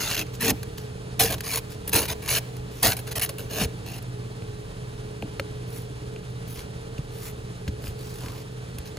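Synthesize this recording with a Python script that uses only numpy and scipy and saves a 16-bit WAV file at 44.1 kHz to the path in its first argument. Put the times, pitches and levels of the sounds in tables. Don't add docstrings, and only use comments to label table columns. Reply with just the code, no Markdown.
import sys
import numpy as np
from scipy import signal
from scipy.fft import rfft, irfft, next_fast_len
from scipy.io import wavfile
from scipy.ndimage import uniform_filter1d

SR = 44100
rng = np.random.default_rng(int(sys.argv[2]) if len(sys.argv) > 2 else 0)


def int16_out(signal):
    q = np.round(np.clip(np.atleast_2d(signal).T, -1, 1) * 32767)
    wavfile.write(sys.argv[1], SR, q.astype(np.int16))


N = 396018
TIME = np.arange(N) / SR
FFT_SIZE = next_fast_len(N + 4096)
HZ = np.fft.rfftfreq(FFT_SIZE, 1 / SR)


def amp(db):
    return 10 ** (np.asarray(db) / 20)


def unit_rms(x):
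    return x / np.sqrt(np.mean(np.atleast_2d(x).mean(0) ** 2) + 1e-20)


def curves(table):
    hz, *columns = np.transpose(table)
    return np.array([np.interp(np.log(HZ + 1), np.log(hz), column) for column in columns])


def add(track, start_s, sound):
    part = track[max(round(start_s * SR), 0):][:len(sound)]
    part += sound[:len(part)]


def drift(per_s):
    knots = rng.standard_normal(int(TIME[-1] * per_s) + 2)
    return unit_rms(np.interp(TIME * per_s, np.arange(len(knots)), knots))


def coloured(x, spectrum):
    return irfft(rfft(x, FFT_SIZE) * amp(curves(spectrum)[0]), FFT_SIZE)[..., :N]


def stereo(x, path):
    lead, likeness = curves(path)
    z = rfft(np.atleast_2d(x), FFT_SIZE)
    right = likeness * z[0] + np.sqrt(1 - likeness ** 2) * z[1] if len(z) == 2 else z[0]
    return irfft(np.array([z[0] * np.exp(.5j * lead), right * np.exp(-.5j * lead)]), FFT_SIZE)[:, :N]


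# time in seconds, crankshaft turns per second.
IDLE_SPEED = [(0, 17.65), (.6, 17.75), (1.5, 17.5), (2.05, 17.8), (3, 17.48), (5, 17.6), (7.4, 17.47),
              (8, 17.7), (9, 17.8)]
# a tone's cycles per crankshaft turn, relative level in dB.
HUM_TONES = [(2, -14), (3, -35), (4, -13), (6, -8.5), (7, -0.5), (8, -14.5), (10, -9.5), (12, -18.5),
             (14, -34), (17, -20.5), (18, -45), (24, -7), (26, -10), (47, -23)]
# time in seconds, gain in dB.
HUM_FADE = [(0, 0.5), (7.8, 0), (8.6, -3)]
# frequency in Hz, relative level in dB.
RUMBLE_COLOUR = [(18, -40), (26, -21), (33, 2), (46, 0), (70, 3), (150, 0.5), (220, -6), (400, -8),
                 (560, -12), (900, -39)]
WHIRR_COLOUR = [(350, -0.5), (700, 4.5), (1200, 2.5), (2000, -1.5), (2900, -3), (4300, -5), (6500, -12),
                (8000, -8), (10000, -12.5), (13000, -39), (15700, -32)]
# frequency in Hz, how far the left side leads in radians,
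# how alike the two sides are from 0 to 1.
ENGINE_PATH = [(120, -.15, .965), (300, -.55, .78), (430, -1.5, .85), (1900, -2.3, .6), (2400, -4, .6),
               (4200, -6.28, .75), (5300, -9.4, .4), (6500, -12.57, .75), (8400, -15.7, .7),
               (12100, -22, .95), (15800, -28.3, .9)]

def engine(hum_db=-40, rumble_db=-43.0, whirr_db=-51, waver=0.32, throb=0.25, scatter_rad=0.48):
    speed = np.interp(TIME, *np.transpose(IDLE_SPEED)) * (1 + .004 * drift(per_s=18))
    turns = np.cumsum(speed) / SR
    hum = np.zeros(N)
    for cycles, db in HUM_TONES:
        phase = 2 * np.pi * cycles * turns + scatter_rad * drift(per_s=1.51)
        hum += amp(db) * (1 + waver * drift(per_s=12)) * np.cos(phase)
    hum *= amp(np.interp(TIME, *np.transpose(HUM_FADE)))
    hum = np.sqrt(2) * stereo(hum, ENGINE_PATH)
    beat = np.cos(2 * np.pi * turns)
    air = stereo(rng.standard_normal((2, N)), ENGINE_PATH)
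    rumble = unit_rms(coloured(air, RUMBLE_COLOUR) * (1 + throb * beat))
    whirr = unit_rms(coloured(air, WHIRR_COLOUR) * (1 + 0.03 * beat) * amp(0.7 * drift(per_s=23)))
    return amp(hum_db) * hum + amp(rumble_db) * rumble + amp(whirr_db) * whirr


def grains(per_s, spread_db):
    sizes = amp(spread_db * np.minimum(rng.exponential(1, (2, N)), 4))
    return unit_rms(sizes * rng.choice([-1, 1], (2, N)) * (rng.random((2, N)) < per_s / SR))


def stick_slip(slips, size_db, fade_s, drag):
    fade = np.exp(-1 / (fade_s * SR))
    power = signal.lfilter([1 - fade], [1, -fade], slips * amp(size_db) ** 2)
    power /= abs(uniform_filter1d(power, SR // 35)) + 1e-9
    return np.sqrt(power + drag ** 2) / np.sqrt(1 + drag ** 2)


def crackle(slips, size_db, tint_db, fade_s, drag):
    centres_hz = [500, 1500, 2800, 4500, 7000, 10500, 14000]
    dust = rfft(grains(per_s=20000, spread_db=2.0), FFT_SIZE)
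    bursts = np.zeros((2, N))
    for one_band in np.eye(len(centres_hz)):
        band = irfft(dust * np.interp(HZ, centres_hz, one_band), FFT_SIZE)[:, :N]
        bursts += band * stick_slip(slips, size_db + tint_db * rng.standard_normal(N), fade_s, drag)
    return bursts


def body_bounce(x, delay_s, share):
    lag = np.round(SR * delay_s * np.exp(.25 * drift(per_s=4))).astype(int)
    return x + share * x[:, np.clip(np.arange(N) - lag, 0, N - 1)]


def roaming(x, depth_db, width_hz, hold_s):
    hz, t, z = signal.stft(x, SR, nperseg=512, noverlap=384)
    patches = uniform_filter1d(rng.standard_normal(z.shape[1:]), max(int(width_hz / hz[1]), 1), axis=0)
    patches = uniform_filter1d(patches, max(int(hold_s / t[1]), 1), axis=1)
    patches = unit_rms(patches.ravel()).reshape(patches.shape)
    return signal.istft(z * amp(depth_db * patches), SR, nperseg=512, noverlap=384)[1][:, :N]


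def resonate(x, hz, width_hz):
    turn = np.exp(2j * np.pi * np.cumsum(hz) / SR)
    fade = np.exp(-np.pi * width_hz / SR)
    return 2 * (turn * signal.lfilter([1 - fade], [1, -fade], x * turn.conj())).real


def ringing(tones):
    t = TIME[:SR // 4]
    return sum((-1) ** k * amp(db - 60 * t / ring_s) * np.sin(2 * np.pi * hz * t)
               for k, (hz, db, ring_s) in enumerate(tones))


def arm_move(start, length, crest, swell_db_per_s, attack_s, release_s, ease_in=0.13, ease_off=1.75):
    gain, t = np.zeros(N), TIME[:int((length + 6 * release_s) * SR)]
    crest_s = crest * length
    past_crest = np.minimum(t, length) - crest_s
    lean_db = -swell_db_per_s * np.maximum(-past_crest, ease_off * past_crest)
    grip = np.minimum(t / (attack_s + ease_in * crest_s), 1)
    lift = np.exp(-np.maximum(t - length, 0) / release_s)
    add(gain, start, amp(lean_db) * grip * lift)
    return gain


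# start in seconds, length in seconds, crest as a share of the length, swell in dB per second,
# rasp level in dB, fizz in dB, push on the glass in dB, blade note in Hz, its level in dB,
# glass note in Hz, its level in dB. The last four levels are relative to the rasp.
BLADE_STROKES = [(0.0, 0.15, 0, 2, -32, -4.5, -12.5, 2700, -11, 394, -12),
                 (.16, 0.066, 0.5, 110, -31, -4.5, -7, 2840, -9.5, 300, -9),
                 (.396, 0.11, 1, 116, -23.5, -1.5, -3, 2600, -14, 201, -2),
                 (1.192, 0.092, 0.09, 93, -21.5, 1, -7, 2750, -22, 763, -8.5),
                 (1.288, 0.06, 0.37, 62, -36, 0.5, 3, 2400, -9, 750, -24),
                 (1.428, 0.16, 0.81, 108, -30, 0, -11, 2190, -22, 450, -33),
                 (1.925, 0.14, 0.27, 107, -23.5, 1, -3, 2600, -22, 460, -12.5),
                 (2.076, 0.055, 0.58, 150, -33.5, 0, -1.5, 2700, -29, 660, -14),
                 (2.219, 0.053, 0.2, 20, -46, 0, -1, 2410, -7, 433, -17),
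                 (2.275, 0.11, 0.92, 44, -27.5, .5, -11.5, 2200, -11, 413, -10.5),
                 (2.824, 0.113, 0.29, 111, -22.5, 0, -4.5, 2600, -17, 736, -22),
                 (3.153, 0.03, 0.34, 70, -33.5, 2, -2, 2700, -14, 650, -14),
                 (3.212, 0.035, 0.4, 40, -31.5, 3, -25, 2710, -9, 724, -10),
                 (3.382, 0.12, 0.01, 147, -41, 0, 0, 2700, -13, 450, 3),
                 (3.49, 0.16, 0.82, 122, -30, -1.5, -1, 2780, -14, 198, -3.5),
                 (3.86, 0.13, 0, 10, -47, -2, -1, 2690, -5.5, 300, -12)]
# start in seconds, rasp level in dB, fizz in dB relative to the rasp.
BLADE_CATCHES = [(1.435, -52, -1), (1.464, -46, -9), (1.875, -35.5, 7), (1.917, -41, 0),
                 (2.966, -36.5, 2.5), (2.988, -40, 1), (3.068, -41.5, 0), (3.084, -41, -4),
                 (3.109, -38, -1), (3.192, -41, -4), (3.257, -41, -5), (3.289, -34.5, -3)]

def blade_strokes(bite_s=0.0026, lift_s=0.0048, spring_back_s=0.013, flex_share=0.94, note_share=0.63):
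    catches = [(start, 0.015, 0, 300, db, fizz_db, -6, 2700, -22, 450, -6)
               for start, db, fizz_db in BLADE_CATCHES]
    rasp, fizz, push, blade_note, glass_note = np.zeros((5, N))
    blade_pitch, glass_pitch = np.full(N, 2700.0), np.full(N, 450.0)
    for stroke in sorted(map(tuple, list(BLADE_STROKES) + catches)):
        *timing, swell, db, fizz_db, push_db, blade_hz, blade_db, glass_hz, glass_db = stroke
        contact = arm_move(*timing, swell, bite_s, lift_s)
        flexing = arm_move(*timing, flex_share * swell, bite_s, spring_back_s)
        rasp += amp(db) * contact
        fizz += amp(db + fizz_db) * contact
        push += amp(db + push_db) * flexing
        glass_note += amp(db + glass_db) * flexing
        blade_note += amp(db + blade_db) * arm_move(*timing, note_share * swell, bite_s, lift_s)
        blade_pitch[amp(db) * contact > rasp / 2] = blade_hz
        glass_pitch[amp(db + glass_db) * flexing > glass_note / 2] = glass_hz
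    return rasp, fizz, push, blade_note, glass_note, blade_pitch, glass_pitch


# frequency in Hz, relative level in dB.
RASP_COLOUR = [(400, -73), (850, -5), (1300, -10.5), (1650, -4.5), (2000, -7.5), (2700, -4.5), (3600, -8),
               (4250, -4), (5600, -12), (6500, -5.5), (7700, -18), (9500, -53)]
FIZZ_COLOUR = [(6000, -70), (8000, -4), (9300, -4), (10300, 3), (12000, -3), (13700, 2.5), (14900, -4),
               (15700, -6)]
# pitch in Hz, width in Hz, level in dB relative to the rasp.
BLADE_OVERTONES = [(4160, 97, -21.5), (5334, 83, -14), (6340, 130, -18)]
# pitch in Hz, relative level in dB, seconds to fade by 60 dB.
GLASS_TONES = [(68, -10, 0.21), (110, -9.5, 0.31), (157, -20, 0.041), (200.6, -4.5, 0.09),
               (251, -8.5, 0.098), (301, -4.5, 0.12), (353, -7.5, 0.07), (449.6, -2.5, 0.1),
               (552, -7.5, 0.065), (654, -0.5, 0.035), (780, 0, 0.032), (880, 1, 0.015)]
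# frequency in Hz, how far the left side leads in radians,
# how alike the two sides are from 0 to 1.
GLASS_PATH = [(100, -.1, .94), (2300, 0, .9), (2900, 1, .85), (5300, .9, .68), (6500, 0, .88),
              (7600, -.7, .68), (8400, -3.14, .94), (12100, -9.42, .95), (15800, -15.7, .92)]

def scraper(slips_per_s=540, spurts_per_s=600, bend=0.015, blade_width_hz=210, glass_width_hz=140):
    slips = rng.random(N) < slips_per_s / SR
    size_db = 1.7 * rng.standard_normal(N)
    ice = crackle(slips, size_db, tint_db=3.3, fade_s=.0011, drag=.72)
    ice = stereo(body_bounce(ice, delay_s=.0016, share=0.35), GLASS_PATH)
    patchy_ice = roaming(ice, depth_db=3.6, width_hz=270, hold_s=.06)
    effort, fizz, push, blade_note, glass_note, blade_pitch, glass_pitch = blade_strokes()
    rasp = unit_rms(coloured(patchy_ice, RASP_COLOUR)) * effort
    spurts = stick_slip(rng.random(N) < spurts_per_s / SR, size_db, fade_s=.0005, drag=1.1)
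    shards = unit_rms(coloured(patchy_ice * spurts, FIZZ_COLOUR)) * fizz
    flex = 1 + bend * drift(per_s=18)
    blade = unit_rms(resonate(ice, blade_pitch * flex, blade_width_hz)) * blade_note
    for hz, width_hz, db in BLADE_OVERTONES:
        blade += effort * amp(db) * unit_rms(resonate(ice, hz * flex, width_hz))
    boom = resonate(ice, glass_pitch, glass_width_hz)
    boom = unit_rms(resonate(boom, glass_pitch, glass_width_hz)) * glass_note
    glass = ringing(GLASS_TONES)
    shake = signal.oaconvolve(unit_rms(ice) * push, glass[None] / np.linalg.norm(glass))[:, :N]
    return rasp + shards + blade + boom + shake


# start in seconds, relative strength in dB, change to its treble in dB.
ICE_CHIPS = [(.067, -9, -20), (.112, -2.5, -18), (0.152, -4.5, -12), (0.178, -5, -19), (0.193, -5, -14),
             (.266, -24, -19), (0.444, -12, -14), (.505, -2.5, -7), (.63, -13, -12), (0.781, -16.5, -11),
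             (1.2034, -13, 6), (1.321, -9, -7), (1.325, -6.5, -10), (1.341, -8, -16), (1.3815, -18, -15),
             (1.406, -9, -10), (1.466, -15, -14), (1.534, -18, -6), (1.578, -7, -8), (1.893, -12, -1),
             (1.952, -3, -14), (1.966, -5, -16), (1.989, -5, -12), (2.028, -6.5, -19), (2.041, -17, -12),
             (2.055, -12, -8), (2.128, -11, -23), (2.224, -23, -9), (2.26, -14, -11), (2.277, -9, -15),
             (2.29, -3, -21), (2.313, -6, -18), (2.566, -21, -11), (2.829, -6.5, 2), (2.849, -6, 0),
             (2.868, 1.5, -8), (2.92, 0, -19), (2.931, -12, -6), (3.075, -17, -13), (3.115, -15, -10),
             (3.121, -17, -9), (3.126, -13, -12), (3.195, -8, -8), (3.2007, -14, -11), (3.229, -6, -12),
             (3.247, -14, 3), (3.26, -15, -12), (3.292, -11.5, -9), (3.623, -9, -20), (3.629, -7, -18),
             (3.652, -14, -10), (4.025, -34, 4), (5.223, -38, -2), (5.3965, -24, -5), (8.7842, -17, -9)]

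def chips(fade_s=0.0026, gain_db=-1, shard_db=3):
    t = TIME[:SR // 40]
    low, high = np.zeros((2, N))
    for start, db, treble_db in ICE_CHIPS:
        crack = rng.standard_normal(len(t)) * (t / fade_s) ** .5 * np.exp(-t / fade_s)
        crack *= amp(db + gain_db) / abs(crack).max()
        add(low, start, crack)
        add(high, start, crack * amp(treble_db + shard_db))
    return stereo(coloured(low, RASP_COLOUR) + coloured(high, FIZZ_COLOUR), GLASS_PATH)


BRUSH_IN_S, BRUSH_OUT_S = 0.0039, 0.014
# start in seconds, length in seconds, crest as a share of the length,
# swell in dB per second, hiss level in dB, relative swish level in dB.
SNOW_SWEEPS = [(0.329, 0.031, .7, 200, -59, -45), (0.774, 0.1, 0, 92, -60, -46),
               (1.698, 0.062, 0.32, 220, -55, -43.5), (2.7, 0.14, .95, 70, -57, -46.5),
               (5.67, 0.17, 0.62, 140, -49, -47.5), (6.466, 0.081, 0.9, 40, -49, -51),
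               (6.549, 0.066, 0.75, 150, -56, -42), (7.11, 0.19, 0.86, 97, -45.5, -43.5),
               (7.797, 0.14, 0.55, 210, -49.5, -44), (7.957, 0.466, 0.58, 15, -57.5, -48.5),
               (8.849, 0.036, 0.84, 200, -61, -46)]
# frequency in Hz, relative level in dB.
SWISH_COLOUR = [(300, -28), (700, -2), (1100, -2), (1800, -1), (2700, 0.5), (3700, -0.5), (4700, 2),
                (6000, -0.5), (7500, -3), (9500, -8.5)]

def brush(flicks_per_s=300, swish_gain_db=-1):
    flicks = rng.random(N) < flicks_per_s / SR
    snow = grains(per_s=9000, spread_db=2.6)
    snow *= stick_slip(flicks, size_db=4.5 * rng.standard_normal(N), fade_s=.002, drag=.8)
    snow = stereo(roaming(snow, depth_db=2.5, width_hz=350, hold_s=.1), GLASS_PATH)
    hiss, swish = np.zeros((2, N))
    for *move, hiss_db, swish_db in SNOW_SWEEPS:
        contact = arm_move(*move, BRUSH_IN_S, BRUSH_OUT_S)
        hiss += amp(hiss_db) * contact
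        swish += amp(swish_db + swish_gain_db) * contact
    return unit_rms(coloured(snow, FIZZ_COLOUR)) * hiss + unit_rms(coloured(snow, SWISH_COLOUR)) * swish


# start in seconds, relative level in dB, pitch in Hz.
GLASS_THUMPS = [(0.47, -24, 110), (0.512, -25, 118), (1.243, -19, 450), (1.355, -30, 110),
                (1.946, -20, 107), (2.856, -23, 62), (2.884, -16.5, 105), (3.178, -26, 101),
                (3.613, -19.5, 178), (3.621, -18, 120), (3.654, -19.5, 88), (5.227, -32, 196),
                (5.24, -26, 146), (5.247, -28.5, 288), (5.414, -31, 110), (6.989, -20, 139),
                (7.687, -18, 100), (7.88, -21, 83.8), (8.789, -26, 76)]

def thumps(swell_s=0.0048, gain_db=-2):
    t, track = TIME[:SR // 8], np.zeros(N)
    swell = t / swell_s * np.exp(1 - t / swell_s)
    for start, db, hz in GLASS_THUMPS:
        add(track, start, amp(db + gain_db) * swell * np.sin(2 * np.pi * hz * t))
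    return stereo(track, GLASS_PATH)


# start in seconds, relative clack level in dB, then glass bump, frost crunch and
# tip ring, each in dB relative to the clack, and contact time in seconds.
TOOL_KNOCKS = [(0.512, -29.5, 10.5, -10, -6, 0.002), (4.421, -38, -8, -7, -4, 0.0021),
               (5.2233, -32.5, 8.5, -6, 4, 0.00073), (5.3964, -15, -24, -4.5, -10, 0.0025),
               (5.3986, -26, -3, -12, -14, 0.0023), (6.161, -38.5, 3, -1, 3, 0.0018),
               (6.981, -44, -5, 12, 8, 0.0026), (7.678, -27.5, 7.5, 1.5, -7, 0.0047),
               (7.84, -32.5, -3, -8, -18, 0.0025), (7.87, -32, -10, -11, -2, 0.0034),
               (8.235, -34, 1, 0, -15, 0.0031), (8.26, -33, 2.5, 4, -16, 0.0028),
               (8.283, -33.5, -16, -5, -6, 0.005), (8.378, -40.5, -1, 9, -12, 0.0042),
               (8.971, -30, -17, 3.5, -22, 0.0011)]
# pitch in Hz, relative level in dB, seconds to fade by 60 dB.
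TOOL_TONES = [(547, 4.5, 0.045), (1290, 5.5, 0.013), (1600, 3, 0.024), (2070, 3.5, 0.02), (2400, -1, 0.014),
              (2970, -0.5, 0.024), (3600, -6, 0.019), (4260, 1.5, 0.024), (6320, -14, 0.023),
              (7450, -8, 0.009)]
TIP_TONES = [(2450, -0.5, 0.018), (2780, 2, 0.016), (3200, -5, 0.014)]

def knocks(gain_db=1):
    glass, tip = ringing(GLASS_TONES), ringing(TIP_TONES)
    solids, frost = np.zeros((2, N))
    for start, clack_db, bump_db, crunch_db, tip_db, contact_s in TOOL_KNOCKS:
        progress = TIME[:len(glass)] / contact_s
        clack = ringing([(hz, db + rng.uniform(-1.1, 1), ring_s) for hz, db, ring_s in TOOL_TONES])
        force = np.sin(np.pi * np.minimum(progress, 1)) ** 2
        bump = signal.fftconvolve(force, glass)[:len(glass)]
        crunch = rng.standard_normal(len(glass)) * np.sqrt(progress) * np.exp(-progress)
        for track, db, part in [(solids, 0, clack), (solids, bump_db, bump),
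                                (solids, tip_db, tip), (frost, crunch_db, crunch)]:
            add(track, start, amp(clack_db + gain_db + db) * part / abs(part).max())
    return stereo(solids + coloured(frost, SWISH_COLOUR), GLASS_PATH)


# start in seconds, length in seconds, crest as a share of the
# length, swell in dB per second, level in dB, pitch in Hz, width of the resonance in Hz.
BRUSH_RUBS = [(8.203, 0.2, 0.26, 50, -47, 1020, 150)]

def brush_rub():
    slips = grains(per_s=2200, spread_db=1.5)[0]
    track = np.zeros(N)
    for *move, db, hz, width_hz in BRUSH_RUBS:
        note = unit_rms(resonate(slips, np.full(N, hz), width_hz))
        track += amp(db) * arm_move(*move, BRUSH_IN_S, BRUSH_OUT_S) * note
    return stereo(track, GLASS_PATH)


# low edge in Hz, high edge in Hz.
SLAP_BAND_HZ = (1600, 2800)

def car_park(x, ring_s=1.0, tail_db=-27, slap_db=-15, slap_s=0.065, blur_s=0.03):
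    t = TIME[:SR // 2]
    tail, slap = rng.standard_normal((2, 2, len(t)))
    tail = tail * amp(-60 * t / ring_s) * (t > .004)
    slap = signal.sosfilt(signal.butter(1, SLAP_BAND_HZ, "bandpass", fs=SR, output="sos"), slap)
    slap = slap * np.exp(-abs(t - slap_s) / blur_s) * (t > slap_s)
    echoes = amp(tail_db) * tail / np.linalg.norm(tail[0])
    echoes += amp(slap_db) * slap / abs(rfft(slap[0])).max()
    return x + signal.oaconvolve(x, echoes, axes=1)[:, :N]


def scene():
    work = scraper() + brush() + brush_rub() + chips() + knocks() + thumps()
    return car_park(work) + engine() * amp([[-.7], [.7]])


def record(dry, bass_cut_hz=27, treble_cut_hz=16000):
    bass_cut = signal.butter(4, bass_cut_hz, "highpass", fs=SR, output="sos")
    treble_cut = signal.firwin(511, treble_cut_hz, window=("kaiser", 9), fs=SR)
    return signal.oaconvolve(signal.sosfilt(bass_cut, dry), treble_cut[None], "same")


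dry = scene()
out = record(dry)
int16_out(out)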